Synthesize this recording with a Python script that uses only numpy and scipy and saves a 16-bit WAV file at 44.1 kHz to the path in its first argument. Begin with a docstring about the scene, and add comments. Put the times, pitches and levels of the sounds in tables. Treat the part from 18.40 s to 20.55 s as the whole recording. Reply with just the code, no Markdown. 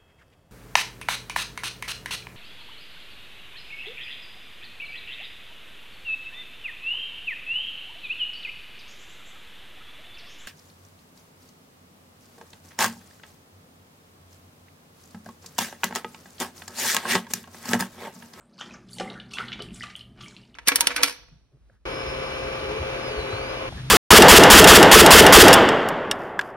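"""A dog lapping at a washbasin

A dog laps five times from a faucet in a small tiled bathroom. In each lap the tongue breaks the
water into a fizzy spray while tiny bubbles crackle in the mouth. Tongue and lips smack, larger
bubbles pop, the jaw knocks softly, and the second lap has a hollow gulp.
The basin and the room ring after these sounds, over a low drone and faint airy noise."""
import sys
import numpy as np
from scipy import signal
from scipy.fft import rfft, irfft
from scipy.io import wavfile

SR = 44100
rng = np.random.default_rng(int(sys.argv[2]) if len(sys.argv) > 2 else 0)


def waveform_to_disk(signal):
    """Save audio, clipped to [-1, 1], as 16-bit WAV at the path in sys.argv[1]."""
    frames = np.transpose(np.atleast_2d(signal))
    scaled = np.clip(frames, -1, 1) * 32767
    samples = np.round(scaled).astype(np.int16)
    wavfile.write(sys.argv[1], SR, samples)


N = 94815
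TIME = np.arange(N) / SR

# tone of the steady background noise: pitch_hz, gain_db
AIR_TONE = [(25, -6), (60, -1), (150, -9.5), (300, -9), (600, 8), (1200, -12), (3000, -11.5), (6000, -18),
            (9000, -18), (15000, -19)]
# low notes the room drones on: pitch_hz, width_hz, level_db
DRONE_NOTES = [(125.5, 12.7, -10), (155.6, 8.9, -13), (186.3, 5.9, -5), (208.4, 31.6, -3), (241.7, 7.3, -7),
               (313.3, 20, -13), (356.8, 13.3, -12.5), (411.2, 12, -15)]
# how the drone grows and fades: time_s, gain_db
DRONE_LOUDNESS = [(0.0, -65.5), (0.29, -47.5), (0.5, -54), (0.63, -42.5), (0.8, -47.5), (0.82, -50.5),
                  (1.3, -44.5), (1.51, -57.5), (1.92, -50), (2.11, -58.5), (2.15, -51.5)]
# deeper notes that make a rumble: pitch_hz, width_hz, level_db
RUMBLE_NOTES = [(38, 15, -6), (58, 14, -1), (83, 48, -14.5), (119.8, 9.8, 4)]
# how the rumble grows and fades: time_s, gain_db
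RUMBLE_LOUDNESS = [(0, -63.5), (.15, -88.5), (.3, -63.5), (.6, -60), (.86, -62.5), (0.969, -59.5),
                   (1.15, -55), (1.33, -49.5), (1.55, -61.5), (1.85, -55.5), (1.97, -65.5), (2.15, -63)]
# time the room's echo takes to fade by 60 dB: pitch_hz, fade_s
ECHO_FADE = [(150, 0.32), (400, 0.34), (1000, 0.67), (3000, 0.29), (7000, 0.2), (14000, 0.44)]
# tone of that echo: pitch_hz, gain_db
ECHO_TONE = [(150, -11), (400, -2.5), (1000, -1), (2000, 0), (3000, 2), (5000, -3.5), (8000, 2),
             (14000, -1)]
# how much echo and air spread out to left and right: pitch_hz, gain_db
STEREO_SPREAD = [(150, -65), (350, -43), (1500, -50), (3000, -46.5), (6000, -27), (10000, -23),
                 (13000, -1.5)]
# notes the basin rings at: pitch_hz, width_hz, gain_db
BASIN_NOTES = [(374, 33, 4), (417, 4, 9.5), (508, 6.7, 10), (711, 24, -14), (1174, 17, 11.5), (1310, 23, 7),
               (1408, 41, 2), (1433, 31, -3), (2547, 60, -2), (2880, 75, -3), (2950, 52, 4.5)]
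# larger bubbles: start_s, peak_db, pitch_hz, decay_s
BUBBLE_POPS = [(0.188, -40, 4430, 0.0025), (0.308, -40, 2472, 0.0038), (0.5312, -32.5, 4460, 0.0023),
               (.585, -39.5, 1992, 0.008), (.675, -34.5, 2040, 0.0048), (0.9357, -31.5, 2616, 0.015),
               (0.955, -33, 3290, 0.0022), (1.0008, -29, 1320, 0.0066), (1.0064, -27.5, 1430, 0.0036),
               (1.0128, -34.5, 1416, 0.0055), (1.038, -36.5, 1400, 0.0031), (1.203, -34, 2984, 0.0079),
               (1.2862, -41.5, 2620, 0.0014), (1.4081, -26.5, 1885, 0.0028), (1.424, -31, 2950, 0.0017),
               (1.435, -35.5, 1192, 0.0082), (1.5537, -26.5, 2995, 0.00081), (1.608, -37.5, 2930, 0.0024),
               (1.6521, -48, 2950, 0.0021), (1.808, -44.5, 1153, 0.0038), (1.86, -39, 2203, 0.0047)]
# notes of the hollow mouth in the gulp: pitch_hz, peak_db, decay_s
GULP_NOTES = [(374, -43, 0.038), (444, -41, 0.037), (535, -38, .035), (575, -36.5, 0.026),
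              (763, -30.5, 0.041)]
# knocks of jaw and jowls: start_s, peak_db, pitch_hz, width_octaves, decay_s
JAW_KNOCKS = [(.273, -36, 229, 1.1, 0.0033), (.29, -47.5, 683, 0.76, 0.056), (.581, -43, 494, 1, 0.0042),
              (.596, -25, 504, 1.33, 0.0085), (.645, -45, 187, 0.7, 0.013), (.686, -45, 200, 0.55, 0.0045),
              (.701, -34, 443, 2.45, 0.017), (.985, -36, 604, 1.1, 0.017), (1.197, -33, 480, 1.41, 0.014),
              (1.310, -35.5, 182.4, 0.57, 0.0043)]
# smacks of tongue, lips and spattering water: start_s, peak_db, pitch_hz, width_octaves, decay_s
WET_SMACKS = [(.001, -56, 1100, 1.55, 0.025), (.007, -44, 7800, .25, 0.0013),
              (.054, -53, 8700, 0.19, 0.0015), (.129, -51, 4580, 0.36, 0.012),
              (.187, -42.5, 3380, 0.51, 0.0041), (.194, -38, 5470, 0.73, 0.0026),
              (.2045, -28, 3110, 0.38, 0.0073), (.207, -28, 1130, 1.62, .011),
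              (.2095, -28.5, 6140, 0.35, 0.0022), (.336, -35.5, 5800, 0.39, 0.0053),
              (.333, -40.5, 1620, 1, 0.017), (.484, -43.5, 4070, 0.92, 0.009), (.524, -49, 7500, 1, .02),
              (.583, -26, 3960, 1.4, 0.0025), (.5975, -21, 3070, 2.1, 0.003),
              (.605, -26, 1080, 1.95, 0.006), (.699, -29, 3560, 0.69, 0.0024),
              (.739, -37.5, 2020, 2, 0.0027), (.747, -40.5, 1574, 0.38, 0.029),
              (.7985, -29.5, 3290, 0.67, 0.0022), (.856, -51, 4200, 0.3, 0.0031),
              (.9075, -36.5, 3550, 1.5, 0.0059), (.934, -24, 4630, 1.45, 0.0039),
              (.959, -38, 4640, 0.39, 0.0017), (.968, -28.5, 1670, 1.73, 0.0057),
              (.9838, -14, 1950, 1.37, 0.001), (1.081, -28, 3700, 0.61, 0.0036),
              (1.118, -23.5, 2250, 1.2, 0.0012), (1.1265, -23.5, 2870, 1.26, 0.0045),
              (1.189, -29, 1480, 2.62, 0.0087), (1.213, -33.5, 4340, 0.32, 0.0043),
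              (1.221, -22.5, 3800, 0.92, 0.00097), (1.2215, -30.5, 8900, 0.87, 0.0019),
              (1.304, -43.5, 2870, 0.66, 0.0025), (1.3425, -31.5, 7530, 0.33, 0.0044),
              (1.355, -39, 3100, 2.6, 0.0089), (1.396, -37.5, 5000, 0.29, 0.005),
              (1.430, -28.5, 4900, 1.47, 0.0039), (1.432, -27.5, 2120, 1.33, 0.0087),
              (1.497, -36, 2520, 1.96, 0.009), (1.5615, -28.5, 8220, 1.3, 0.0019),
              (1.591, -36.5, 3350, 1.2, 0.0035), (1.609, -36.5, 3500, 0.83, 0.0027),
              (1.764, -43, 1370, 2.55, 0.048), (1.8045, -34.5, 2970, 1.4, 0.0097),
              (1.829, -37, 2980, 0.33, 0.016), (1.8805, -33.5, 5940, 0.64, 0.0025),
              (1.964, -31.5, 3250, 0.95, 0.0036), (2.031, -50, 2880, 0.44, 0.0026),
              (2.1425, -37.5, 3270, 0.62, 0.0014)]
# strength of the tiny mouth bubbles by pitch: pitch_hz, gain_db
SQUELCH_TONE = [(400, -18.5), (800, -4.5), (1300, -6), (2000, -2), (3000, -6.5), (4500, 0.5), (6000, -1),
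                (9000, -31)]
# laps of the tongue (mist is measured against the spray):
# peak_s, squelch_db, spray_db, spray_early_s, spray_hz, squelch_decay_s, mist_db
TONGUE_LAPS = [(0.212, -48, -50, 0.015, 5650, 0.075, -15), (0.602, -45.5, -45, 0.08, 8060, 0.09, -9.5),
               (0.983, -41.5, -48, 0.047, 6640, 0.12, 7), (1.433, -46, -50, 0.09, 7400, 0.055, -4),
               (1.828, -54.5, -52, 0.013, 6500, 0.16, -5)]
# how the microphone dulls the high pitches: pitch_hz, gain_db
MICROPHONE_TONE = [(30, -1.5), (4000, -1.5), (7000, -7), (10000, -2.5), (11500, -13), (14000, -10.5),
                   (16000, -24)]


def from_db(db):
    """Turn decibels into a number to multiply by."""
    return 10 ** (np.asarray(db) / 20)


def rms_one(x):
    """Scale a sound to an average (RMS) strength of 1."""
    return x / np.sqrt(np.mean(x ** 2) + 1e-20)


def at_hz(points, hz):
    """Read between the rows of a table, with octaves evenly spaced."""
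    pitches, values = np.transpose(points)
    return np.interp(np.log(np.maximum(hz, 1)), np.log(pitches), values)


def colour(x, tone):
    """Turn each pitch up or down as a tone table says."""
    size = 2 * N
    gain = from_db(at_hz(tone, np.fft.rfftfreq(size, 1 / SR)))
    return irfft(rfft(x, size) * gain, size)[..., :N]


def band(x, hz, octaves):
    """Keep the pitches around hz."""
    edges = [hz / 2 ** (octaves / 2), min(hz * 2 ** (octaves / 2), SR / 2 - 1000)]
    return signal.sosfilt(signal.butter(2, edges, "band", fs=SR, output="sos"), x + 1e-18)


def resonate(x, hz, width_hz):
    """Ring at one pitch; a narrower width rings longer."""
    r = np.exp(-np.pi * width_hz / SR)
    feedback = [1, -2 * r * np.cos(2 * np.pi * hz / SR), r * r]
    return signal.lfilter(np.array([1, 0, -1]) * (1 - r * r) / 2, feedback, x + 1e-18)


def soft_ring(x, hz, width_hz):
    """Two wider rings in a row give a note with a rounded start."""
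    return resonate(resonate(x, hz, 2 * width_hz), hz, 2 * width_hz)


def add(out, start_s, x):
    """Mix a sound in at a given time."""
    i = max(int(start_s * SR), 0)
    out[i:i + len(x)] += x[:max(N - i, 0)]


def swell(peak_s, rise_s, decay_s):
    """A loudness curve that climbs to a peak, then dies away."""
    return np.exp(-np.maximum((peak_s - TIME) / rise_s, (TIME - peak_s) / decay_s))


def pings(pitches, per_s, spread_db, sharpness):
    """Uneven random clicks each ring at one pitch, longer if sharper; one row per pitch."""
    sizes = from_db(spread_db * np.minimum(rng.exponential(1, N), 3))
    clicks = (rng.random(N) < per_s / SR) * sizes * rng.choice([-1, 1], N)
    row = rng.integers(0, len(pitches), N)
    return np.array([rms_one(soft_ring(clicks * (row == k), hz, hz / sharpness))
                     for k, hz in enumerate(pitches)])


def room_air():
    """Faint, steady background noise."""
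    return from_db(-66.5) * rms_one(colour(rng.standard_normal(N), AIR_TONE))


def drone(notes, loudness):
    """Noise rings at the room's low notes and wavers in level."""
    out = np.zeros(N)
    for hz, width_hz, db in notes:
        note = soft_ring(rng.standard_normal(N + SR), hz, width_hz)[SR:]  # skip the build-up
        out += from_db(db) * rms_one(note)
    return out * from_db(np.interp(TIME, *np.transpose(loudness)))


def bathroom(x, gain_db=-2.5, rise_s=0.0013):
    """Sound bounces off the tiles and blurs into an echo that lasts longest in the middle pitches."""
    t, echo = TIME[:SR], 0
    noise = rng.standard_normal((2, SR)) / np.sqrt(SR)
    for k, hz in enumerate(125 * 2 ** (np.arange(15) / 2)):  # half-octave steps
        rate = np.log(1000) / at_hz(ECHO_FADE, hz)
        fade = np.sqrt(2 * rate) * np.exp(-rate * t)  # same energy whether long or short
        echo += from_db(at_hz(ECHO_TONE, hz)) * fade * band(noise[k % 2], hz, 0.52)
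    echo *= 1 - np.exp(-t / rise_s)
    return from_db(gain_db) * signal.fftconvolve(x, echo)[:N]


def basin(x):
    """The bowl rings along with the sounds above it."""
    return sum(from_db(db) * resonate(x, hz, width_hz) for hz, width_hz, db in BASIN_NOTES)


def bubbles(rise_s=0.001, pitch_climb=0.0268):
    """Larger bubbles ring briefly; their pitch climbs by a small share in each decay time."""
    out, t = np.zeros(N), TIME[:SR // 10]
    for start_s, db, hz, decay_s in BUBBLE_POPS:
        shape = (1 - np.exp(-(t / rise_s) ** 2)) * np.exp(-t / decay_s)
        phase = 2 * np.pi * hz * t * (1 + pitch_climb * t / decay_s / 2)
        add(out, start_s, from_db(db) * shape / shape.max() * np.sin(phase))
    return out


def gulp(start_s=0.599):
    """The hollow of the mouth rings briefly as it closes on the water."""
    out, t = np.zeros(N), TIME[:SR // 2]
    for k, (hz, db, decay_s) in enumerate(GULP_NOTES):
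        note = from_db(db) * np.exp(-t / decay_s) * np.sin(2 * np.pi * hz * t)
        add(out, start_s, (-1) ** k * note)  # every other note is flipped
    return out


def mouth_contacts(rows, snap_s=0.001494, pops_per_s=500, ragged_db=3.5):
    """Wet flesh meets or parts: a soft snap and a quickly dying crackle, shaped by the mouth."""
    out, t = np.zeros(N), TIME[:SR // 10]
    for start_s, db, hz, octaves, decay_s in rows:
        noise, pops = rng.standard_normal((2, len(t)))
        flutter = np.interp(t * pops_per_s, np.arange(len(t)), pops)
        crackle = noise * from_db(ragged_db * np.tanh(flutter))  # breaks up into tiny pops
        rise_s = snap_s + 0.28 * decay_s  # longer sounds also swell more slowly
        push = crackle * (1 - np.exp(-(t / rise_s) ** 2)) * np.exp(-t / decay_s)
        push[int(snap_s * SR)] += 1.78  # the snap
        burst = band(push, hz, octaves)
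        burst = band(burst, hz, 1.5 * octaves)  # the mouth cuts off pitches farther out
        add(out, start_s, from_db(db) * burst / np.abs(burst).max())
    return out


def spray(width_octaves=0.42):
    """The tongue breaks the stream into a fizz of separate droplets."""
    out, pitches = np.zeros(N), np.geomspace(3000, 15000, 28)
    drops = pings(pitches, per_s=2000, spread_db=3, sharpness=17)
    for peak_s, _, db, early_s, hz, _, mist_db in TONGUE_LAPS:
        near_pitch = np.exp(-(np.log2(pitches / hz) / width_octaves) ** 2)
        fizz = rms_one((near_pitch + from_db(mist_db)) @ drops)  # fine mist covers all the pitches
        out += from_db(db) * swell(peak_s - early_s, rise_s=0.013, decay_s=0.09) * fizz
    return out


def squelch(rise_s=0.036):
    """Tiny bubbles burst in the mouth through each lap."""
    loudness = sum(from_db(db) * swell(peak_s, rise_s, decay_s)
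                   for peak_s, db, _, _, _, decay_s, _ in TONGUE_LAPS)
    pitches = np.geomspace(450, 9000, 40)
    bursts = pings(pitches, per_s=900, spread_db=5.5, sharpness=11.1)
    return loudness * rms_one(from_db(at_hz(SQUELCH_TONE, pitches)) @ bursts)


def scene():
    """The dog at the basin, in the room; left and right sound nearly the same."""
    dog = squelch() + spray() + mouth_contacts(WET_SMACKS) + mouth_contacts(JAW_KNOCKS)
    dog += gulp() + bubbles()
    air = room_air()
    middle = dog + basin(dog) + bathroom(dog) + air
    middle += drone(DRONE_NOTES, DRONE_LOUDNESS) + drone(RUMBLE_NOTES, RUMBLE_LOUDNESS)
    side = colour(bathroom(dog) + air, STEREO_SPREAD)
    return np.array([middle + side, middle - side])


def record(dry):
    """The microphone adds faint hiss, dulls the highs and cuts off steeply above 15800 Hz."""
    hiss = from_db(-88) * rng.standard_normal((2, N))
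    heard = colour(dry + hiss, MICROPHONE_TONE)
    return signal.sosfilt(signal.ellip(10, .1, 80, 15800, fs=SR, output="sos"), heard)


dry = scene()
out = record(dry)
waveform_to_disk(out)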